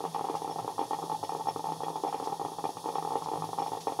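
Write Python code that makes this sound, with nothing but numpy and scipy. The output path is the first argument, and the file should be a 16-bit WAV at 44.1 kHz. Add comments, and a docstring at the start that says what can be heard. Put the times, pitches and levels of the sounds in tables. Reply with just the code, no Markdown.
"""Quick, uneven gurgling of a drip coffee maker, close by on a kitchen counter.
Steam bubbles burst and ring the hollow plastic housing; splash and froth noise follow their level.
The harder gulps spit through the spout and whistle faintly; now and then a drop sizzles away.
Behind them, steam hisses steadily and the boiling water drones low."""
import sys
import numpy as np
from scipy import signal
from scipy.fft import rfft, irfft
from scipy.io import wavfile

SR = 44100
rng = np.random.default_rng(int(sys.argv[2]) if len(sys.argv) > 2 else 0)


def log_audio(samples):
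    """Write samples as a 16-bit WAV file to the path given in sys.argv[1]."""
    # one column per channel
    frames = np.atleast_2d(samples).T
    # limit to full scale, then quantise
    limited = np.clip(frames, -1, 1)
    pcm = np.round(limited * 32767).astype(np.int16)
    wavfile.write(sys.argv[1], SR, pcm)


N = 176400
TIME_S = np.arange(N) / SR

# bursting bubbles (time [s], relative level [dB], boost or cut at BASS_HZ [dB])
BURSTS = [(0.0044, -23.5, 2), (0.039, -21, 5), (0.05, -24.5, 1), (0.1459, -22.5, -8), (0.1607, -26, -7),
          (0.1928, -21, -16), (0.2086, -26, 7), (0.2407, -26.5, 3), (0.2459, -28, 11), (0.2685, -30, 8),
          (0.2852, -27, -4), (0.2968, -23, 11), (0.3411, -24, 2), (0.3507, -23, 1.5), (0.366, -33.5, 3),
          (0.4179, -26.5, 7.5), (0.4442, -27.5, 5.5), (0.476, -24.5, 1.5), (0.496, -27.5, 4),
          (0.511, -28.5, 2), (0.5584, -29, 9), (0.5841, -26, -1), (0.5893, -24, 0), (0.645, -25.5, 4),
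          (0.6773, -21, 3.5), (0.702, -28, -5), (0.7801, -21, -13.5), (0.791, -21, 5), (0.804, -33.5, 12),
          (0.8129, -23.5, 10), (0.8266, -32, 10), (0.908, -22.5, 2), (0.9312, -17.5, -7.5),
          (0.945, -25, -1), (0.9861, -27.5, 7), (0.9949, -36, 15), (1.0189, -33, 1), (1.0255, -26, 1),
          (1.0369, -27.5, 9), (1.097, -20.5, -9), (1.1154, -23.5, -2), (1.1235, -28.5, 11),
          (1.1443, -28.5, -2), (1.2283, -23.5, -5), (1.2353, -22, 3), (1.2922, -23, -4),
          (1.3204, -23.5, 3.5), (1.3484, -24.5, 7), (1.3632, -31, 8), (1.395, -32, 10), (1.4064, -29.5, -5),
          (1.4563, -26, -4), (1.4699, -24.5, 2), (1.4845, -19, -2.5), (1.4882, -26, -8), (1.56, -20, 5),
          (1.5929, -28, 0), (1.6408, -25, 5), (1.6552, -25, -12.5), (1.669, -26.5, 4), (1.6872, -25, -12.5),
          (1.701, -29.5, -3), (1.7197, -24, 4), (1.8042, -23, -8), (1.8331, -22, 5), (1.842, -32, 3),
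          (1.865, -28.5, 5), (1.8813, -23, -3.5), (1.9007, -32, 8), (1.931, -32.5, 5), (1.956, -22.5, 0.5),
          (2.0356, -23, 12), (2.0478, -23, 5), (2.0667, -30, 10), (2.0721, -27.5, -7), (2.084, -22.5, -7),
          (2.1261, -17.5, -20), (2.1431, -21, 3), (2.157, -31.5, 0), (2.1987, -22, 3), (2.2249, -24.5, 0),
          (2.2589, -31.5, -0.5), (2.2718, -23, 7.5), (2.297, -30, 3), (2.313, -34, 3), (2.3215, -27.5, 7),
          (2.327, -27, -2), (2.3956, -25.5, 4), (2.4137, -24, 8), (2.4486, -22.5, -7), (2.456, -33.5, 13),
          (2.482, -32.5, 5), (2.517, -30.5, 10), (2.524, -40, 6), (2.5843, -24.5, -1), (2.5944, -29, -6),
          (2.6397, -21, 5.5), (2.652, -22.5, -1), (2.6898, -26.5, 5.5), (2.7687, -26, -6), (2.841, -28, -1),
          (2.8573, -26, 10), (2.879, -26.5, -1), (2.8873, -22.5, 5.5), (2.8975, -25.5, -6), (2.938, -30, 0),
          (2.9545, -18.5, -2), (2.9818, -22.5, 0.5), (3.0242, -25, 2.5), (3.0484, -22.5, -1.5),
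          (3.0729, -25.5, 4), (3.087, -31.5, -0.5), (3.1055, -27, 3), (3.1197, -22.5, -1.5),
          (3.135, -27, 1), (3.1542, -21.5, 5.5), (3.1693, -29, 3), (3.2209, -23, -1), (3.2588, -25, -6.5),
          (3.2719, -28.5, 2), (3.2851, -25, -1), (3.3149, -28, 10.5), (3.334, -26.0, 9), (3.34, -25.5, -1),
          (3.3565, -24.5, -4), (3.3735, -26, 5), (3.4209, -22, 0.5), (3.4401, -23, -1.5),
          (3.489, -29.5, 6.5), (3.5302, -23.5, -0.5), (3.5776, -26, -4.5), (3.5849, -17, -7),
          (3.6039, -30, 13.5), (3.6187, -24, 5), (3.624, -24, -19), (3.6617, -20.5, -24.5),
          (3.68, -30.5, 5), (3.7177, -24, 7.5), (3.7321, -29.5, 4), (3.7491, -27.5, -7), (3.7708, -26.5, 7),
          (3.87, -21.5, 4.5), (3.8792, -26.5, 8), (3.8966, -24, -3), (3.9205, -21.5, -4), (3.9894, -25, 7),
          (3.9957, -21, 0)]
# housing resonances (frequency [Hz], width [Hz], boost [dB])
HOUSING_MODES = [(158.1, 8.7, 23.5), (279.8, 8.95, 20), (303.8, 23.7, 21.5), (387, 28, 13.5),
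                 (456.4, 20.4, 16), (546.5, 53.7, 12.5), (696, 56, 10.5), (805.5, 48.3, 18), (889, 34, 20),
                 (958, 69, 8), (1122, 147, 6), (1249, 67.4, 20), (1775, 100, 18.5)]
# counter and wall echoes (delay [ms], signed gain [ratio])
ECHOES = [(3.26, -.54), (9.09, .27)]
# spout resonances (frequency [Hz], width [Hz], gain [dB])
SPOUT_MODES = [(1854, 15, 6), (2423, 114, -4), (2880, 190, -8), (3350, 56, 3.5), (4300, 55, -4)]
# froth amount (time [s], level re gurgle [dB])
FROTH_LEVELS = [(0, -26), (0.92, -30), (1.15, -35), (1.55, -32), (1.98, -35.5), (2.15, -25.5), (2.35, -33),
                (4, -28.5)]
# froth band (frequency [Hz], relative density [dB])
FROTH_SPECTRUM = [(1600, 0), (2900, 0)]
# wet steam spurts (time [s], relative spit level [dB], relative whistle level [dB])
STEAM_SPURTS = [(0.139, -43, -53), (0.293, -49, -60), (0.505, -49, -44.5), (0.7921, -40.5, -49),
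                (0.9294, -43, -62), (1.2335, -39, -48), (1.291, -48, -50), (1.482, -40.5, -43.5),
                (1.717, -45.5, -66.5), (1.832, -40, -55), (2.0744, -47, -49), (2.1271, -46, -64),
                (2.449, -49, -64), (2.64, -43.5, -49),(2.766, -43.5, -67), (2.951, -45, -45.5),
                (3.5862, -45.5, -46), (3.6144, -46, -53), (3.6631, -45, -53), (3.87, -44, -48)]
# sizzling drops (time [s], relative level [dB])
DROPS = [(0.351, -43), (2.2394, -43.5), (3.235, -45), (3.804, -42)]
# sizzle noise (frequency [Hz], relative density [dB])
SIZZLE_SPECTRUM = [(1500, -14), (3300, -4), (5500, 2.5), (8000, -8.5), (11000, -20), (15000, -20)]
# steam flow (time [s], level [dB])
STEAM_LEVELS = [(0, -52.5), (0.8, -52.5), (1.05, -51), (1.35, -51.5), (2.5, -53), (2.9, -51.5)]
# steam hiss (frequency [Hz], relative density [dB])
STEAM_SPECTRUM = [(1500, -38), (1580, -30), (1860, -1), (2000, -35), (2370, -31), (2640, -8.5),
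                  (2910, -12.5), (3340, 0.5), (3740, -1.5), (3980, -6), (4400, -1), (5000, -4), (5410, 0),
                  (5940, -3.5), (6700, -2.5), (7100, -8.5), (8050, -9.5), (10600, -3), (11900, -12),
                  (15500, -18)]
# swells of the drone (time [s], level [dB])
DRONE_SWELLS = [(0.04, -45.5), (0.55, -51), (1.0, -54), (1.67, -46), (3.22, -50.5), (3.37, -45)]
# boiling rumble (frequency [Hz], relative density [dB])
RUMBLE_SPECTRUM = [(15, -77), (25, -40), (146, -21.5), (444, -12.5), (615, -16.5), (882, -7.5), (1500, -35),
                   (1950, -50), (3300, -120)]

BASS_HZ, BASS_BASE_WIDTH_HZ = 356.6, 244
NOTE_LOW_HZ, NOTE_HIGH_HZ = 535, 1264
RING_SPREAD_DB, RING_DETUNING = 2.5, .012
SMALL_BUBBLES_PER_S, SPIT_DROPS_PER_S, SPRAY_DROPS_PER_S, DROP_SPREAD_DB = 110, 1500, 700, 4.5
SPIT_GAIN_DB, WHISTLE_GAIN_DB, SIZZLE_GAIN_DB = -9.5, -5.5, -5.5
STEAM_FLICKER_DB = 0.63
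DRONE_HZ, DRONE_WANDER_HZ, DRONE_FLOOR_DB, DRONE_WAVER_DB = 162.9, 3.1, -57, 3.5
BOOM_DB, BOOM_SWELL_DB, RUMBLE_DB = -63, 4.5, -49
ROOM_T60_S, ROOM_DELAY_S, ROOM_DB = 0.17, 0.011, -11


def bubbles():
    """Each burst has its own faint note, amount of bass and housing ring; loud ones tend to be thinner."""
    out, pulse = np.zeros(N + SR), signal.unit_impulse(SR // 4)
    draws = rng.uniform(-0.988, 1, (len(BURSTS), 3, len(HOUSING_MODES)))
    for (time_s, db, bass_db), (note, strengths, detunings) in zip(BURSTS, draws):
        note_hz = NOTE_LOW_HZ * (NOTE_HIGH_HZ / NOTE_LOW_HZ) ** abs(note[0])
        burst = boost(pulse, BASS_HZ, BASS_BASE_WIDTH_HZ * from_db(-bass_db / 2), bass_db)
        burst = burst - 2 * resonate(burst, note_hz, width_hz=900)   # all-pass: rounds the attack
        burst = boost(burst, note_hz, width_hz=109, db=6)
        burst = housing_ring(burst, RING_SPREAD_DB * strengths, RING_DETUNING * detunings)
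        start = int(time_s * SR)
        out[start:start + len(pulse)] -= from_db(db) * burst
    return out[:N]


def small_bubbles(bursts):
    """Small bubbles trail the bursts and die out in the pauses."""
    activity = cut(bursts ** 2, hz=9, kind="low", order=1)
    pulses = clicks(SMALL_BUBBLES_PER_S * activity / activity.mean(), spread_db=2.5)
    no_offsets = np.zeros(len(HOUSING_MODES))
    return from_db(-39.5) * housing_ring(pulses, no_offsets, no_offsets)


def housing_ring(x, offsets_db, detunings):
    """The housing rings, each mode with its own offset in strength and pitch."""
    for (hz, width_hz, db), offset_db, detuning in zip(HOUSING_MODES, offsets_db, detunings):
        x = boost(x, hz * (1 + detuning), width_hz, db + offset_db)
    return x


def housing(bursts):
    """The hollow body muffles the bursts; counter and wall reflect them."""
    thinned = cut(bursts, hz=170, kind="high", order=2)
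    muffled = cut(thinned, hz=1156, kind="low", order=6)
    echoes = sum(gain * np.interp(TIME_S - ms / 1000, TIME_S, muffled, left=0) for ms, gain in ECHOES)
    return from_db(3) * (muffled + echoes)


def splash(body):
    """Water splashes in the spout as hard as the machine gurgles."""
    return from_db(-27) * envelope(body, hz=55.6) * spout(rng.standard_normal(N))


def froth(body):
    """Froth fizzes while bubbles keep coming and settles in the lulls."""
    amount_db = np.interp(TIME_S, *np.transpose(FROTH_LEVELS))
    return from_db(amount_db) * envelope(body, hz=8.3) * colour(rng.standard_normal(N), FROTH_SPECTRUM)


def spurts():
    """Wet steam spits droplets through the spout with a brief, thin whistle."""
    times_s, spit_db, whistle_db = np.transpose(STEAM_SPURTS)
    shape = dict(attack_s=.002, hold_s=.017, t60_s=.045)
    spit = spout(clicks(SPIT_DROPS_PER_S, DROP_SPREAD_DB))
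    spit *= puffs(times_s, spit_db + SPIT_GAIN_DB, **shape)
    whistle = rms_one(narrow_noise(N, hz=5440, width_hz=140))
    whistle *= puffs(times_s, whistle_db + WHISTLE_GAIN_DB, **shape)
    return spit + whistle


def spout(x):
    """The narrow spout rings in the treble; rms 1."""
    modes = [from_db(db) * resonate(x, hz, width_hz) for hz, width_hz, db in SPOUT_MODES]
    return rms_one(sum((-1) ** k * mode for k, mode in enumerate(modes)))


def sizzles():
    """Each drop boils away in a short, bright puff."""
    times_s, db = np.transpose(DROPS)
    level = puffs(times_s, db + SIZZLE_GAIN_DB, attack_s=0.0047, hold_s=0.0066, t60_s=0.15)
    return level * colour(rng.standard_normal(N), SIZZLE_SPECTRUM)


def steam():
    """Steam carrying fine spray hisses and swells slightly."""
    jet = rng.standard_normal(N) + 0.48 * clicks(SPRAY_DROPS_PER_S, DROP_SPREAD_DB)
    level_db = np.interp(TIME_S, *np.transpose(STEAM_LEVELS)) + STEAM_FLICKER_DB * drift(hz=19.5)
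    return from_db(level_db) * colour(jet, STEAM_SPECTRUM)


def boiling():
    """Boiling water: a wavering, swelling drone, a deeper boom and a soft rumble."""
    phase = 2 * np.pi * np.cumsum(DRONE_HZ + DRONE_WANDER_HZ * drift(hz=15.7)) / SR
    swells = puffs(*np.transpose(DRONE_SWELLS), attack_s=0.016, hold_s=0.033, t60_s=0.17)
    level = np.hypot(from_db(DRONE_FLOOR_DB), swells) * from_db(DRONE_WAVER_DB * drift(hz=5.2))
    drone = level * np.sqrt(2) * np.sin(phase)
    boom = rms_one(narrow_noise(N + SR, hz=112.4, width_hz=21)[SR:])
    boom *= from_db(BOOM_DB + BOOM_SWELL_DB * drift(hz=6.6))
    rumble = from_db(RUMBLE_DB) * colour(rng.standard_normal(N), RUMBLE_SPECTRUM)
    return drone + boom + rumble


def kitchen(x):
    """Hard walls return a short, dense tail."""
    t_s = TIME_S[:SR // 2]
    tail = rng.standard_normal(len(t_s)) * np.exp(-np.log(1000) * t_s / ROOM_T60_S) * (t_s > ROOM_DELAY_S)
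    return from_db(ROOM_DB) * signal.fftconvolve(x, tail / np.linalg.norm(tail))[:N]


def from_db(db):
    """Decibels to gain."""
    return 10 ** (np.asarray(db) / 20)


def rms_one(x):
    """Scale to rms 1."""
    return x / np.sqrt(np.mean(x ** 2) + 1e-20)


def cut(x, hz, kind, order):
    """Butterworth low- or high-pass."""
    return signal.sosfilt(signal.butter(order, hz, kind, fs=SR, output="sos"), x + 1e-18)


def envelope(x, hz):
    """Running rms, power low-passed at hz."""
    return np.sqrt(cut(x ** 2, hz, "low", order=1))


def boost(x, hz, width_hz, db):
    """Peaking filter."""
    a, c, gain = np.pi * width_hz / SR, -2 * np.cos(2 * np.pi * hz / SR), from_db(db)
    return signal.lfilter([1 + a * gain, c, 1 - a * gain], [1 + a, c, 1 - a], x + 1e-18)


def resonate(x, hz, width_hz):
    """Band-pass, peak gain 1."""
    a, c = np.pi * width_hz / SR, -2 * np.cos(2 * np.pi * hz / SR)
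    return signal.lfilter([a, 0, -a], [1 + a, c, 1 - a], x + 1e-18)


def narrow_noise(samples, hz, width_hz):
    """White noise through two equal band-passes."""
    return resonate(resonate(rng.standard_normal(samples), hz, width_hz), hz, width_hz)


def colour(x, spectrum):
    """Apply a spectrum, rolled off beyond its ends; rms 1."""
    hz, db = np.transpose(spectrum)
    bins_hz = np.maximum(np.arange(N // 2 + 1) * SR / N, 1)
    skirts = (np.minimum(bins_hz / hz[0], 1) * np.minimum(hz[-1] / bins_hz, 1)) ** 4
    gain = from_db(np.interp(np.log(bins_hz), np.log(hz), db))
    return rms_one(irfft(rfft(x) * skirts * gain, N))


def drift(hz):
    """Low-passed noise; rms 1."""
    return rms_one(cut(rng.standard_normal(N + SR), hz, "low", order=2)[SR:])


def clicks(per_s, spread_db):
    """Random clicks of uneven size and either sign."""
    sizes = from_db(spread_db * np.minimum(rng.exponential(1, N), 4))
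    return (rng.random(N) < per_s / SR) * sizes * rng.choice([-1, 1], N)


def puffs(starts_s, levels_db, attack_s, hold_s, t60_s):
    """Attack-hold-release envelopes, summed in power."""
    power = np.zeros(N)
    for start_s, db in zip(starts_s, levels_db):
        age_s = TIME_S - start_s
        attack = np.clip(age_s / attack_s, 0, 1)
        release = np.exp(-np.log(1000) * np.clip((age_s - attack_s - hold_s) / t60_s, 0, 10))
        power += (from_db(db) * attack * release) ** 2
    return np.sqrt(power)


def scene():
    """The gurgling machine in its kitchen; mono."""
    bursts = bubbles()
    body = housing(bursts + small_bubbles(bursts))
    gurgle = body + splash(body) + froth(body) + spurts()
    return (gurgle + kitchen(gurgle) + sizzles() + steam() + boiling())[None]


def record(dry):
    """Steep low-pass at 15.7 kHz."""
    return signal.sosfilt(signal.ellip(12, .1, 80, 15700, fs=SR, output="sos"), dry)


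dry = scene()
out = record(dry)
log_audio(out)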